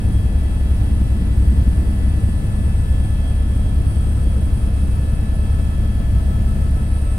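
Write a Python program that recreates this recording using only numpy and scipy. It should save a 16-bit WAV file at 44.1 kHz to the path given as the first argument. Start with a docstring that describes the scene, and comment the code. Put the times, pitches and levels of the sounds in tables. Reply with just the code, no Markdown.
"""Helicopter cabin in a banking turn

The main rotor of a light turbine helicopter thumps, beating against the tail rotor's drone and
a drive shaft's hum. Turbulent air roars over the cabin, pulsing with the blades. Meshing gear
teeth sing in thin tones, and two compressor whines waver high above."""
import sys
import numpy as np
from scipy.fft import rfft, irfft, next_fast_len
from scipy.io import wavfile
from scipy.ndimage import map_coordinates

SR = 44100
rng = np.random.default_rng(int(sys.argv[2]) if len(sys.argv) > 2 else 0)


def master_out(mix):
    """Clip the mix to full scale and print it as 16-bit PCM to the path in sys.argv[1]."""
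    frames = np.transpose(np.atleast_2d(mix))
    ceiling = np.clip(frames, -1, 1)
    pcm = np.round(ceiling * 32767).astype(np.int16)
    wavfile.write(sys.argv[1], SR, pcm)


N = 316638


def amp(db):
    """Amplitude grows tenfold for every 20 dB."""
    return 10 ** (np.asarray(db) / 20)


def unit(x):
    """Normalisation to an rms of 1."""
    return x / np.sqrt(np.mean(x ** 2) + 1e-20)


def along(points, hz):
    """Interpolation of (Hz, value) points on a logarithmic frequency axis."""
    freqs, values = np.transpose(points)
    return np.interp(np.log(hz + 1), np.log(freqs + 1), values)


def curves(rows):
    """Linear interpolation in time: one value per sample for each column after the first."""
    times, *columns = np.transpose(rows)
    return [np.interp(np.arange(N) / SR, times, column) for column in columns]


def wobble(rate):
    """Smooth random modulation: a spline through `rate` Gaussian knots a second."""
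    knots = rng.standard_normal(int(N * rate / SR) + 4)
    coarse = np.linspace(0, N, 8192)
    return np.interp(np.arange(N), coarse, map_coordinates(knots, [coarse * rate / SR]))


def angle(hz):
    """Phase is the time integral of frequency."""
    return 2 * np.pi * np.cumsum(hz) / SR


def filtered(x, response):
    """Linear filtering multiplies the spectrum by a frequency response."""
    size = next_fast_len(N + SR // 2)
    return irfft(rfft(x, size) * response(np.fft.rfftfreq(size, 1 / SR)), size)[..., :N]


def tone(phase, pan_db, lead):
    """Interaural differences place a sinusoid: the left is pan_db louder and `lead` radians ahead."""
    side = np.array([[.5], [-.5]])
    gain = amp(side * pan_db)
    return 2 * gain / np.hypot(*gain) * np.cos(phase + side * lead)


def harmonics(phase, orders, flutter_rate, flutter_db=.9, slip_rad=.1):
    """A periodic force radiates a harmonic series; turbulence modulates each level and phase."""
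    total = np.zeros(N)
    for order, db in orders:
        gain = amp(db + flutter_db * wobble(flutter_rate))
        total += gain * np.cos(round(order) * phase + slip_rad * wobble(flutter_rate))
    return np.sqrt(2) * total


# Each blade's deep push. Each row: multiple of the blade rate, level in dB before the resonance.
BLADE_PUSH = [(1, -27.5), (2, -27)]
# Its sharper slap. Each row: multiple of the blade rate, level in dB before loading and resonance.
BLADE_SLAP = [(3, -33.5), (4, -41.5), (5, -38), (6, -44.5), (7, -44.5), (10, -29), (11, -29), (12, -29),
              (13, -28.5), (15, -24.5)]


def main_rotor(blade, load_db):
    """Forced resonance: the cabin air booms after each blade, whose slap grows with loading."""
    push = harmonics(blade, BLADE_PUSH, flutter_rate=6.4)
    slap = amp(load_db) * harmonics(blade, BLADE_SLAP, flutter_rate=5)
    boom_hz, width_hz = 70, 14
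    return filtered(push + slap, lambda hz: boom_hz ** 2 / (boom_hz ** 2 - hz ** 2 + 1j * hz * width_hz))


# Two blades make the even orders strong. Each row: multiple of the tail's turn rate, level in dB.
TAIL_ORDERS = [(1, -32.5), (2, -20), (4, -36.5), (6, -36), (8, -51), (10, -56), (13, -58)]


def tail_rotor(blade, turns_per_pass=1.7672):
    """Beating: the tail's blade rate lies between two main harmonics, so the sum throbs near 10 Hz."""
    return harmonics(turns_per_pass * blade, TAIL_ORDERS, flutter_rate=7)


def drive_shaft(blade, turns_per_pass=5.1826):
    """A rotating shaft hums at its rotation frequency."""
    return harmonics(turns_per_pass * blade, [(1, -27.0)], flutter_rate=5)


# Likeness of the air noise at the two ears. Each row: frequency in Hz, correlation.
EAR_CORRELATION = [(100, 0.88), (200, 0.91), (350, 0.47), (550, 0.68), (800, 0.42), (1100, -0.18),
                   (1600, -0.025), (2500, 0.018), (10000, -0.15)]
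# Its lean to one side. Each row: frequency in Hz, left minus right in dB.
EAR_BALANCE = [(60, 0.5), (300, 1), (400, 1), (600, -1), (900, 2), (1100, 3.5), (1500, 8), (2200, -2.5),
               (2800, 5.5), (4200, -1.5), (6000, 0), (8300, 4), (9500, -2), (10600, -0.5), (14000, -4.5)]


def air_noise(spectrum):
    """Partial coherence: cabin noise of rms 1, alike at both ears in the bass, unrelated in the treble."""
    def mid_and_side(hz):
        spread = np.arccos(np.clip(along(EAR_CORRELATION, hz), -1, 1)) / 2
        return amp(along(spectrum, hz)) * np.array([np.cos(spread), np.sin(spread)])

    mid, side = filtered(rng.standard_normal((2, N)), mid_and_side)
    ears = np.array([mid + side, mid - side])
    return unit(filtered(ears, lambda hz: amp(np.array([[.5], [-.5]]) * along(EAR_BALANCE, hz))))


# Four bands of air noise. Each row: frequency in Hz, relative spectral density in dB.
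RUMBLE_SPECTRUM = [(8, -18), (22, -18), (33, -3.5), (60, 3), (95, -0.5), (130, -4.5), (155, -7),
                   (205, -10.5), (260, -23.5), (600, -56)]
PANEL_SPECTRUM = [(110, -28), (170, 2.5), (215, 0), (245, -2), (305, -2), (370, -10.5), (450, -18.5),
                  (800, -48.5)]
RUSH_SPECTRUM = [(150, -5.5), (330, -8), (450, 1.5), (640, -1), (800, -4.5), (1100, -9), (1700, -13),
                 (2600, -15.5), (3600, -20), (4800, -20.5), (5600, -25.5), (9000, -39.5)]
HISS_SPECTRUM = [(3000, -13), (5500, -9), (7500, 2), (9000, 6.5), (10500, 6.5), (12000, -1), (15500, -16)]


def airflow(blade, load_db):
    """Turbulent excitation: downwash buffets the panels, harder under load; the slipstream rushes."""
    blade_pulse = unit(((1 + np.cos(blade)) / 2) ** 4) - .5
    rumble = amp(-23 + 1.6 * wobble(4.24)) * air_noise(RUMBLE_SPECTRUM)
    buffet_db = -34 + .55 * load_db + 2.2 * blade_pulse + .45 * wobble(13)
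    panels = amp(buffet_db) * air_noise(PANEL_SPECTRUM)
    rush_db = -40 + .5 * blade_pulse + .24 * wobble(9) + .077 * wobble(1.8)
    rush = amp(rush_db) * air_noise(RUSH_SPECTRUM)
    hiss = amp(-52.5 + .91 * wobble(17)) * air_noise(HISS_SPECTRUM)
    return rumble + panels + rush + hiss


# The pinion's tone recedes midway and returns. Each row: time in seconds, level in dB.
PINION_LEVEL = [(0, -51), (1.1, -54.5), (2, -51), (3.1, -50), (3.9, -55), (4.75, -56), (5.1, -50.5),
                (7.18, -52.5)]


def pinion(blade, cycles_per_pass=88.1):
    """Periodic tooth contact gives the input pinion a thin tone, heard mostly on the left."""
    level_db, = curves(PINION_LEVEL)
    return amp(level_db + .5 * wobble(15)) * tone(cycles_per_pass * blade, pan_db=11, lead=-1.42)


# The bright fifth mesh harmonic wanders from left to right. Each row: time in seconds, level in dB,
# left minus right in dB, left lead in radians.
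BRIGHT_HARMONIC = [(0, -56, 1, 1), (.5, -53.5, 8, 2.3), (1.4, -55, -5, 2.8), (2.6, -55.5, -3, 2.5),
                   (3.2, -51, -11, 2.4), (5.2, -58.5, -15, 1.7), (5.9, -53, -13, 1.7),
                   (7.18, -62.5, -7, 1.8)]
# Drifting, swelling harmonics. Each row: multiple of the mesh rate, first and last level in dB, first
# and last left minus right in dB, left lead in radians, throb depth in dB, swell depth in dB,
# swell period in seconds, time of a crest in seconds.
MESH_HARMONICS = [(2, -56, -48.5, -0.5, 9.5, 2.38, 4.5, 0.7, 2.1, 5.6),
                  (3, -55.5, -62, 9, 1, 2.17, -0.5, 3, 5.2, 1.9),
                  (4, -61, -57, 7, -6, 1.2, .5, 2.5, 2.3, 2.82),
                  (6, -63, -63.5, 6, -3, 1.9, 1, 1.5, 2.1, 3.04)]
# The mesh's fundamental and its faint high harmonics, fluttering separately at each ear.
# Each row: multiple of the mesh rate, level in dB.
DIFFUSE_HARMONICS = [(1, -56), (7, -70), (8, -75), (10, -77)]


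def gearbox(blade, cycles_per_pass=33.32):
    """Amplitude modulation: meshing teeth sing under a load that varies once per rotor turn."""
    mesh = cycles_per_pass * blade
    throb = -np.cos(blade / 3)  # three blades to a turn
    bright_db, bright_pan_db, bright_lead = curves(BRIGHT_HARMONIC)
    bright_gain = amp(bright_db + 1.7 * wobble(22))
    tones = bright_gain * tone(5 * mesh + .24 * wobble(22), bright_pan_db, bright_lead)
    for (order, first_db, last_db, first_pan_db, last_pan_db, lead,
         throb_db, swell_db, period_s, crest_s) in MESH_HARMONICS:
        swell = np.cos(2 * np.pi * (np.arange(N) / SR - crest_s) / period_s)
        level_db = np.linspace(first_db, last_db, N) + swell_db * swell
        flutter = unit(amp(throb_db * throb + 1.9 * wobble(22)))
        pan_db = np.linspace(first_pan_db, last_pan_db, N) + 1.4 * wobble(1.61)
        tones += amp(level_db) * flutter * tone(round(order) * mesh + .38 * wobble(22), pan_db, lead)
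    diffuse = [harmonics(mesh, DIFFUSE_HARMONICS, flutter_rate=9, flutter_db=3.5, slip_rad=.53)
               for ear in range(2)]
    return tones + np.array(diffuse)


def whine(centre_hz, stray_hz, line_db, skirt_db, skirt_hz):
    """Spectral broadening: turbulent intake air scatters a wavering blade tone into a skirt of noise."""
    phase = angle(centre_hz + stray_hz * (.4 * wobble(15) + wobble(130)))
    blur_rad = stray_hz / 30  # rough air blurs the path to each ear differently
    line = np.array([amp(1.2 * wobble(40)) * np.cos(phase + blur_rad * wobble(60)) for ear in range(2)])
    noise = rng.standard_normal((2, N))
    scatter = unit(filtered(noise, lambda hz: (hz < 2000) / (1 + (hz / skirt_hz) ** 2) ** .71))
    line = unit(amp(1.8 * wobble(14)) * line)
    skirt = unit(scatter * np.cos(phase))
    return amp(line_db) * line + amp(skirt_db) * skirt


# The compressor eases off while the rotor runs fast, then picks up.
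# Each row: time in seconds, frequency of the lower whine in Hz.
COMPRESSOR_PITCH = [(0, 8520), (.5, 8520), (1, 8478), (2, 8455), (2.7, 8465), (3.2, 8530), (4.4, 8512),
                    (7.18, 8508)]
# Both whines swell, then fade for a moment. Each row: time in seconds, gain of their pure tones in dB.
WHINE_GAIN = [(0, 0.5), (.8, -2), (1.15, -1.5), (3.9, 2), (4.5, 4), (5.4, -1), (5.85, -6.5), (7, 1.5)]


def compressor():
    """Blade-passing tones: two follow shaft speed, purest when slowest; a faint third lies below."""
    hz, = curves(COMPRESSOR_PITCH)
    gain_db, = curves(WHINE_GAIN)
    rough_hz = .302 * (hz - hz.min())  # intake air grows rougher with speed
    stray_hz = 10.66 + rough_hz
    low_db = -55.3 + gain_db - .05 * rough_hz + 2.4 * wobble(3.09)
    high_db = -55 + gain_db - .14 * rough_hz + 1.1 * wobble(2.96)
    upper_ratio, third_hz = 1.1825, 5205
    low = whine(hz, stray_hz, low_db, skirt_db=-58, skirt_hz=120) * amp([[1.2], [-1.2]])
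    high = whine(upper_ratio * hz, stray_hz, high_db, skirt_db=-56, skirt_hz=189) * amp([[-.8], [.8]])
    third = amp(-71 + 2.2 * wobble(12)) * tone(angle(third_hz + 14 * wobble(60)), pan_db=11, lead=1.4)
    return low + high + third


# Main rotor speed. Each row: time in seconds, blade passes per second.
BLADE_RATE = [(0, 19.645), (1.2, 19.675), (2.6, 19.66), (3.4, 19.635), (7.18, 19.635)]
# Blade loading, greatest early in the turn. Each row: time in seconds, relative loading in dB.
BLADE_LOADING = [(0, 2), (.8, 1.5), (1.5, 7), (2.1, 2), (2.55, -4), (4.4, .5), (5.7, -2.5), (6.2, .5),
                 (7.18, -5)]


def scene():
    """Superposition of all sources, with the drive train phase-locked to the main rotor's blades."""
    blade_hz, = curves(BLADE_RATE)
    load_db, = curves(BLADE_LOADING)
    line_up_s = 1.2207  # both rotors and the drive shaft are in phase here
    blade = angle(blade_hz)
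    blade -= blade[round(line_up_s * SR)]
    rotors = main_rotor(blade, load_db) + tail_rotor(blade) + drive_shaft(blade)
    lean_left = amp([[.4], [-.4]])
    return rotors * lean_left + airflow(blade, load_db) + pinion(blade) + gearbox(blade) + compressor()


def record(dry):
    """Band limiting: an ideal low-pass filter removes the highest treble."""
    return filtered(dry, lambda hz: hz < 15750)


dry = scene()
out = record(dry)
master_out(out)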